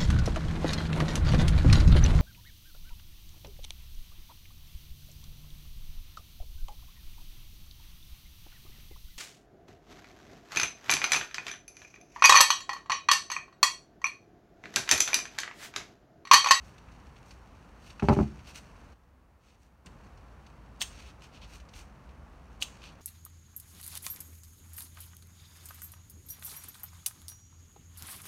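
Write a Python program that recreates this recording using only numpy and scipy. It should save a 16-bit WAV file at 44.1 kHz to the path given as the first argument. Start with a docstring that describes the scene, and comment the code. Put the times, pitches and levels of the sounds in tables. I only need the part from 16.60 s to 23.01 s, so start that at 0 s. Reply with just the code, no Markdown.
"""A low hum and a soft wash of air fill a greenhouse; sleeves rub and leaves rustle and tick. A picker sets a
tomato down in a plastic crate beside the microphone, where it bumps and rocks to rest. The level dips for a
second. He leans into the vines, an arm's length further off, and his shears crack through two stalks and clack
shut; each cut leaves the vine shaking."""
import sys
import numpy as np
from scipy import signal
from scipy.fft import rfft, irfft
from scipy.io import wavfile
from scipy.ndimage import uniform_filter1d

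SR = 44100
rng = np.random.default_rng(int(sys.argv[2]) if len(sys.argv) > 2 else 0)


def file_out(sig):
    """Save sig as 16-bit WAV at sys.argv[1]."""
    # one column per channel
    cols = np.atleast_2d(sig).T
    # limit, then scale
    lim = np.clip(cols, -1, 1)
    pcm = np.round(lim * 32767).astype(np.int16)
    wavfile.write(sys.argv[1], SR, pcm)


N = 282681
TIME, RING = np.arange(N) / SR, np.arange(SR // 2) / SR  # seconds along the scene, and along one event
FLESH_HZ = 377  # low-pass corner of a blow from the tomato's soft flesh

# Spectrum of leaves and cloth rubbing: frequency_hz, level_db
LEAF_SPECTRUM = [(300, -29.5), (800, 0.5), (1500, 4), (1900, 0.5), (2650, 4.5), (3400, -4.5), (4500, -2),
                 (4900, -8.5), (5800, -2), (7500, -11), (9100, -13), (10300, -22), (11500, -19),
                 (15500, -28.5)]
# The tomato's knocks on the crate: start_s, skin_tap_db, tap_corner_hz, flesh_thud_db
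TOMATO_KNOCKS = [(1.4240, -25.5, 1690, -15), (1.4408, -24, 610, -27), (1.4864, -13, 4400, -28),
                 (1.4954, -12.5, 1400, -7), (1.5075, -18, 910, -25), (1.5175, -22.5, 1100, -17),
                 (1.5289, -20.5, 920, -31), (1.5640, -32, 1610, -15.5), (1.5893, -18.5, 1040, -22),
                 (1.6022, -19.5, 790, -15)]
# The two cuts: shut_s, level_db, clack_hz, clack_db, stalk_pop_db, rebound_delay_s, slide_db
STALK_CUTS = [(4.2161, -22, 3250, 2.5, -1, .006, -51), (6.0235, -28.5, 3000, 11, -17, .0019, -47)]


def amp(db):
    """Decibels to gain."""
    return 10 ** (np.asarray(db) / 20)


def unit_rms(x):
    """Scales to an rms of one."""
    return x / np.sqrt(np.mean(x ** 2) + 1e-20)


def curve_at(points, hz):
    """Reads a table on a log-frequency axis."""
    table_hz, value = np.transpose(points)
    return np.interp(np.log(hz + 1), np.log(table_hz + 1), value)


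def add(mix, start_s, sound):
    """Mixes a sound in at a time."""
    part = mix[round(start_s * SR):][:len(sound)]
    part += sound[:len(part)]


def colour(x, spectrum):
    """Gives noise or clicks a spectrum, at an rms of one."""
    gain = amp(curve_at(spectrum, np.fft.rfftfreq(len(x), 1 / SR)))
    return unit_rms(irfft(rfft(x) * gain, len(x)))


def rise(rise_s):
    """An envelope that climbs towards one."""
    return 1 - np.exp(-RING / rise_s)


def decay(t60_s):
    """An envelope that falls 60 dB in t60_s."""
    return np.exp(-np.log(1000) * RING / t60_s)


def burst(spectrum, t60_s):
    """Countless close modes struck at once: noise that dies away."""
    return colour(rng.standard_normal(len(RING)), spectrum) * decay(t60_s)


def ring(modes):
    """The distinct modes of a struck body, all starting together."""
    return sum(amp(db) * decay(t60_s) * np.sin(2 * np.pi * hz * RING) for hz, db, t60_s in modes)


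def clack(hz, rise_s):
    """A few cycles of one heavily damped resonance."""
    return RING / rise_s * np.exp(1 - RING / rise_s) * np.sin(2 * np.pi * hz * RING)


def machinery(hum_hz=53.1, half_width_hz=11, hum_db=-58, air_db=-52.5):
    """Distant machinery: a narrow, wavering hum and a wash of moving air."""
    # The moving air: frequency_hz, level_db
    air_spectrum = [(15, -33), (25, -17), (43, -4), (70, -1), (90, -9.5), (135, -10.5), (240, -14.5),
                    (360, -21), (1060, -21), (1600, -27.5), (2630, -36), (3400, -42.5), (6000, -49.5),
                    (10300, -55), (15500, -63)]
    hz = np.fft.rfftfreq(N, 1 / SR)
    hum = irfft(rfft(rng.standard_normal(N)) / (1 + ((hz - hum_hz) / half_width_hz) ** 2), N)
    hum /= abs(signal.hilbert(hum)) ** 0.3  # partly evens out the swells
    return amp(hum_db) * unit_rms(hum) + amp(air_db) * colour(rng.standard_normal(N), air_spectrum)


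def friction(size, slips_per_s=700, spread_db=-0.5, clump_s=0.0083, clump_db=4.5):
    """Tiny slips of uneven size arrive in clumps over a smooth rub."""
    slips = (rng.random(size) < slips_per_s / SR) * rng.choice([-1, 1], size)
    slips = slips * amp(spread_db * np.minimum(rng.exponential(1, size), 4))
    clumps = unit_rms(uniform_filter1d(rng.standard_normal(size), int(clump_s * SR)))
    return unit_rms(slips * amp(clump_db * np.clip(clumps, -2, 2))) + rng.standard_normal(size)


def rubbing(scuff_db=-53.5, shake_db=-53):
    """Sleeves rub throughout; the tomato's skin scuffs after each knock, the vine shakes after each cut."""
    # The sleeves as he works, turns away and reaches into the vines: time_s, level_db
    sleeve_levels = [(0, -68), (1.1, -70), (1.8, -64.5), (2.3, -67.5), (2.5, -76.5), (3.2, -75), (3.3, -71),
                     (4.0, -73), (5.6, -73.5), (6.41, -69.5)]
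    power = amp(np.interp(TIME, *np.transpose(sleeve_levels))) ** 2
    scuff = amp(scuff_db) * rise(0.0036) * decay(0.35)
    shake = amp(shake_db) * rise(0.035) * decay(0.69)
    for start_s, *_ in TOMATO_KNOCKS:
        add(power, start_s, scuff ** 2)
    for shut_s, *_ in STALK_CUTS:
        add(power, shut_s, shake ** 2)
    return np.sqrt(power) * colour(friction(N), LEAF_SPECTRUM)


def leaf_strokes(skew=1.05):
    """Hands brush through the leaves: a light stroke is bright, a gripping one dull and crunchy."""
    # Strokes of hands and sleeves: peak_s, level_db, width_s, grip (0 to 1)
    strokes = [(.07, -65, 0.045, .15), (0.701, -65, 0.032, 0.1), (1.274, -59.5, 0.038, 0.37),
               (1.894, -51.5, 0.019, 0.43), (1.97, -47.5, 0.016, 0.28), (2.895, -59, 0.047, 0.46),
               (3.04, -65.5, 0.035, 0), (4.405, -56.5, 0.06, 0.58), (4.484, -56, 0.02, .7),
               (4.645, -56, 0.019, .55), (4.76, -56.5, 0.021, 0.76), (4.838, -53, 0.016, .9),
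               (4.936, -57, 0.037, 0.25), (5.186, -54, 0.031, 0.16), (6.262, -53.5, 0.035, 0.77)]
    # Gripped leaves crunching: frequency_hz, level_db
    crunch_spectrum = [(1000, -39), (2000, -29), (2500, 3), (2800, -2.5), (3300, 0), (4200, -3.5),
                       (15000, -42)]
    out, t = np.zeros(N), RING - RING.mean()
    for peak_s, db, width_s, grip in strokes:
        slips = friction(len(t))
        tilt_db_per_octave = 4.5 - 5.5 * grip
        swish = colour(slips, [(hz, gain + tilt_db_per_octave * np.log2(hz)) for hz, gain in LEAF_SPECTRUM])
        crunch = amp(-25 + 31 * grip) * colour(slips, crunch_spectrum)
        swell = np.exp(-0.5 * (t / width_s * skew ** np.sign(t)) ** 2)  # builds slower than it stops
        stroke = amp(db) * unit_rms(swish + crunch) * swell
        add(out, max(peak_s + t[0], 0), stroke[peak_s + t >= 0])
    return out


def small_ticks(faint_count=20, faint_gap_s=0.3, focus_db_per_octave=6):
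    """Tiny snaps of stalks and leaves, and one tick as the tomato grazes the crate."""
    # The clearest ticks, each strongest around its own pitch: start_s, level_db, pitch_hz
    clear_ticks = [(0.181, -44.5, 3800), (.285, -46, 1300), (.318, -52, 4470), (.563, -47.5, 3170),
                   (0.708, -41.5, 4950), (1.3023, -39, 3800), (1.3954, -29, 1210), (1.791, -47, 2920),
                   (3.26, -42, 7470), (3.267, -43, 2970), (3.574, -53.5, 5170), (3.864, -46, 4260),
                   (5, -45.5, 4040), (5.088, -46, 4940), (5.136, -41, 3700), (5.491, -51, 3060)]
    faint_ticks = [((k + when) * faint_gap_s, -63.5 + 6 * size, 4620 * 2 ** (pitch - 0.5))
                   for k, (when, size, pitch) in enumerate(rng.random((faint_count, 3)))]
    out = np.zeros(N)
    for start_s, db, hz in clear_ticks + faint_ticks:
        spectrum = [(f, gain - focus_db_per_octave * abs(np.log2(f / hz))) for f, gain in LEAF_SPECTRUM]
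        snap = amp(-6.5) * burst(spectrum, t60_s=0.048) * rise(0.00136)
        add(out, start_s, amp(db) * (snap + amp(-9) * clack(hz, rise_s=0.00045)))
    return out


def tomato_blows(firm_db=-21.5, squash_s=0.0029, rock_start_s=1.6161, rock_period_s=0.0139):
    """The skin taps, the flesh thuds, and at last the fruit rocks to rest: start_s, level_db, corner_hz."""
    for start_s, tap_db, corner_hz, thud_db in TOMATO_KNOCKS:
        yield start_s, tap_db, corner_hz
        lag_s = squash_s * np.clip(1 + 0.06 * (firm_db - tap_db), 1, 2)  # gentle taps squash it slower
        yield start_s + lag_s, thud_db, FLESH_HZ
    for k in range(4):  # each beat weaker and duller
        yield rock_start_s + k * rock_period_s, -21 - 3.5 * k, 480 * 0.61 ** k


def crate(floor_hz=67):
    """Each blow pushes and rings the crate; the soft fruit spreads the force in time, dulling the ring."""
    # The plastic crate's modes: pitch_hz, level_db, t60_s
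    crate_modes = [(65, -4, 0.21), (116.5, -4.5, 0.075), (150, -1.5, 0.13), (211, -5.5, 0.15),
                   (296, -19, 0.19), (399.6, -3.5, 0.13), (590, -11.5, 0.14), (647, -22, 0.041),
                   (722, -15.5, 0.16), (813, -7, 0.12), (867, -2, 0.053), (950, -7.5, 0.038),
                   (1085, -11.5, 0.074), (1180, -17, 0.047), (1312, -13.5, 0.053), (1504, -22, 0.044),
                   (2233, -8.5, 0.034), (2560, -16, 0.026)]
    # Its dense, short clatter: frequency_hz, level_db
    clatter_spectrum = [(40, -30), (90, -3.5), (200, 8), (480, -16), (900, -4.5), (1400, -8), (1800, -13.5),
                        (2800, -18.5), (3600, -31), (4500, -16.5), (6000, -30), (15000, -29)]
    out, modes = np.zeros(N), ring(crate_modes)
    for start_s, db, corner_hz in tomato_blows():
        body = amp(-9) * (modes + burst(clatter_spectrum, t60_s=0.064))
        # The wall gives way and swings back, most under soft blows.
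        swing = RING / (0.00037 + 1 / (2 * np.pi * corner_hz))
        push = amp(4 - 2 * np.log2(corner_hz / FLESH_HZ)) * swing * (1 - swing / 2) * np.exp(-swing)
        blow = signal.lfilter(*signal.butter(2, corner_hz, fs=SR), body + push)
        blow /= np.sqrt(np.sum(blow ** 2) / (SR * 0.0049))  # equal energy, hard or soft
        add(out, start_s, amp(db) * blow)
    # An open crate radiates no deep bass.
    return signal.sosfilt(signal.butter(3, floor_hz, "high", fs=SR, output="sos"), out)


def level_dip(start_s=2.338, end_s=3.25, depth_db=-9, edge_s=0.013):
    """A gain that sinks, holds and comes back."""
    inside_s = np.minimum(TIME - start_s, end_s - TIME)
    return amp(depth_db * np.clip(inside_s / edge_s + 0.5, 0, 1))


def low_swells():
    """A soft low bump, and later a brief swell of the low hum."""
    # The bump and the swell: start_s, level_db, pitch_hz
    swells = [(3.262, -47.5, 175), (5.149, -39, 50.4)]
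    out = np.zeros(N)
    for start_s, db, hz in swells:
        add(out, start_s, amp(db) * clack(hz, rise_s=0.0084))
    return out


def blade_contacts():
    """The blades bite twice and shut, the handles bounce: start_s, level_db, clack_hz, clack_db, pop_db."""
    # Bites into the stalk: before_shut_s, relative_level_db, clack_db
    bites = [(.0098, -15, -3), (.0068, -7, -1.5)]
    for shut_s, db, hz, clack_db, pop_db, rebound_s, _ in STALK_CUTS:
        for lead_s, bite_db, bite_clack_db in bites:
            yield shut_s - lead_s, db + bite_db, 4370, bite_clack_db, -14
        yield shut_s, db, hz, clack_db, pop_db
        yield shut_s + rebound_s, -24, 6400, -14, pop_db - 17


def shears(slide_s=0.023):
    """The blades slide, crack through the stalk and clack shut, leaving a faint ring of steel."""
    # The crack of the cut: frequency_hz, level_db
    crack_spectrum = [(150, -20), (600, -12), (1000, -8), (1500, -12), (2200, -4.5), (2900, 3.5), (4400, 0),
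                      (5000, -3), (6500, 0.5), (9200, -6), (10200, -17), (11500, -11), (15500, -17)]
    # A thick stalk popping between the blades: pitch_hz, level_db, t60_s
    stalk_modes = [(1050, -20, 0.061), (1875, -17, 0.058), (2120, -11.5, 0.038), (2640, -14, 0.069),
                   (3620, -18, 0.043)]
    # The shears' modes: pitch_hz, level_db, t60_s
    steel_modes = [(2650, -33, 0.16), (2680, -26, .13), (3520, -23, 0.1), (4200, -27, 0.1),
                   (4550, -27.5, 0.16), (6320, -25, 0.11), (6860, -21, 0.11), (8630, -16, 0.11)]
    out, pop, steel = np.zeros(N), ring(stalk_modes), amp(-5) * ring(steel_modes)
    for start_s, db, hz, clack_db, pop_db in blade_contacts():
        crack = amp(-7) * burst(crack_spectrum, t60_s=0.05) * rise(0.0003)
        blades = amp(clack_db) * clack(hz, rise_s=0.00047)
        add(out, start_s, amp(db) * (crack + blades + amp(pop_db) * pop + steel))
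    pressure = np.linspace(0, 1, round(slide_s * SR))
    for shut_s, *_, slide_db in STALK_CUTS:
        scrape = colour(rng.standard_normal(len(RING)), crack_spectrum)[:len(pressure)]
        add(out, shut_s - slide_s, amp(slide_db) * pressure * scrape)
    return out


def nearby(x):
    """The direct sound plus the ringing that it wakes in things close around the microphone."""
    # Their narrow resonances: pitch_hz, width_hz, level_db
    resonances = [(2450, 49, -11), (2900, 170, -11), (4534, 70, -3), (5420, 130, -9.5), (6380, 92, -3),
                  (7740, 83, -12), (8920, 140, -2.5)]
    return x + sum(amp(db) * signal.lfilter(*signal.iirpeak(hz, hz / width_hz, fs=SR), x)
                   for hz, width_hz, db in resonances)


def greenhouse(x):
    """Diffuse reflections; the foliage soaks up the treble sooner than the bass."""
    # Reverberation time: frequency_hz, t60_s
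    reverb_times = [(60, 0.62), (300, 0.55), (1000, 0.19), (3000, 0.17), (7000, 0.33), (14000, 0.24)]
    hz, t, noise = signal.stft(rng.standard_normal(len(RING)), SR, nperseg=256)
    band_decay = np.exp(-np.log(1000) * t / curve_at(reverb_times, hz)[:, None])
    tail = signal.istft(noise * band_decay, SR)[1][:len(RING)] * rise(0.0063)
    return signal.fftconvolve(x, tail / np.linalg.norm(tail))[:N]


def scene():
    """One microphone: the crate is close and dry; shears and leaves are an arm's length further off."""
    thumps = amp(1) * crate()
    snips = amp(1) * nearby(shears())
    soft_sounds = nearby(rubbing() + leaf_strokes() + small_ticks() + low_swells())
    room = greenhouse(amp(-20) * thumps + amp(-13) * snips + amp(-12) * soft_sounds)
    return (thumps + snips + soft_sounds + room + machinery())[None]


def record(dry, hiss_db=-82, low_cut_hz=38.5, high_cut_hz=15850):
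    """The brief dip in level, the microphone's hiss and bass cut, then the band limit."""
    # The microphone's own noise: frequency_hz, level_db
    hiss_spectrum = [(100, -12), (1500, 1), (4000, -2), (8000, -5), (10300, -6), (15500, -4.5)]
    mic = dry * level_dip() + amp(hiss_db) * colour(rng.standard_normal(N), hiss_spectrum)
    mic = signal.sosfilt(signal.butter(4, low_cut_hz, "high", fs=SR, output="sos"), mic)
    low_pass = signal.firwin(511, high_cut_hz, window=("kaiser", 9), fs=SR)
    return signal.oaconvolve(mic, low_pass[None], "same")


dry = scene()
out = record(dry)
file_out(out)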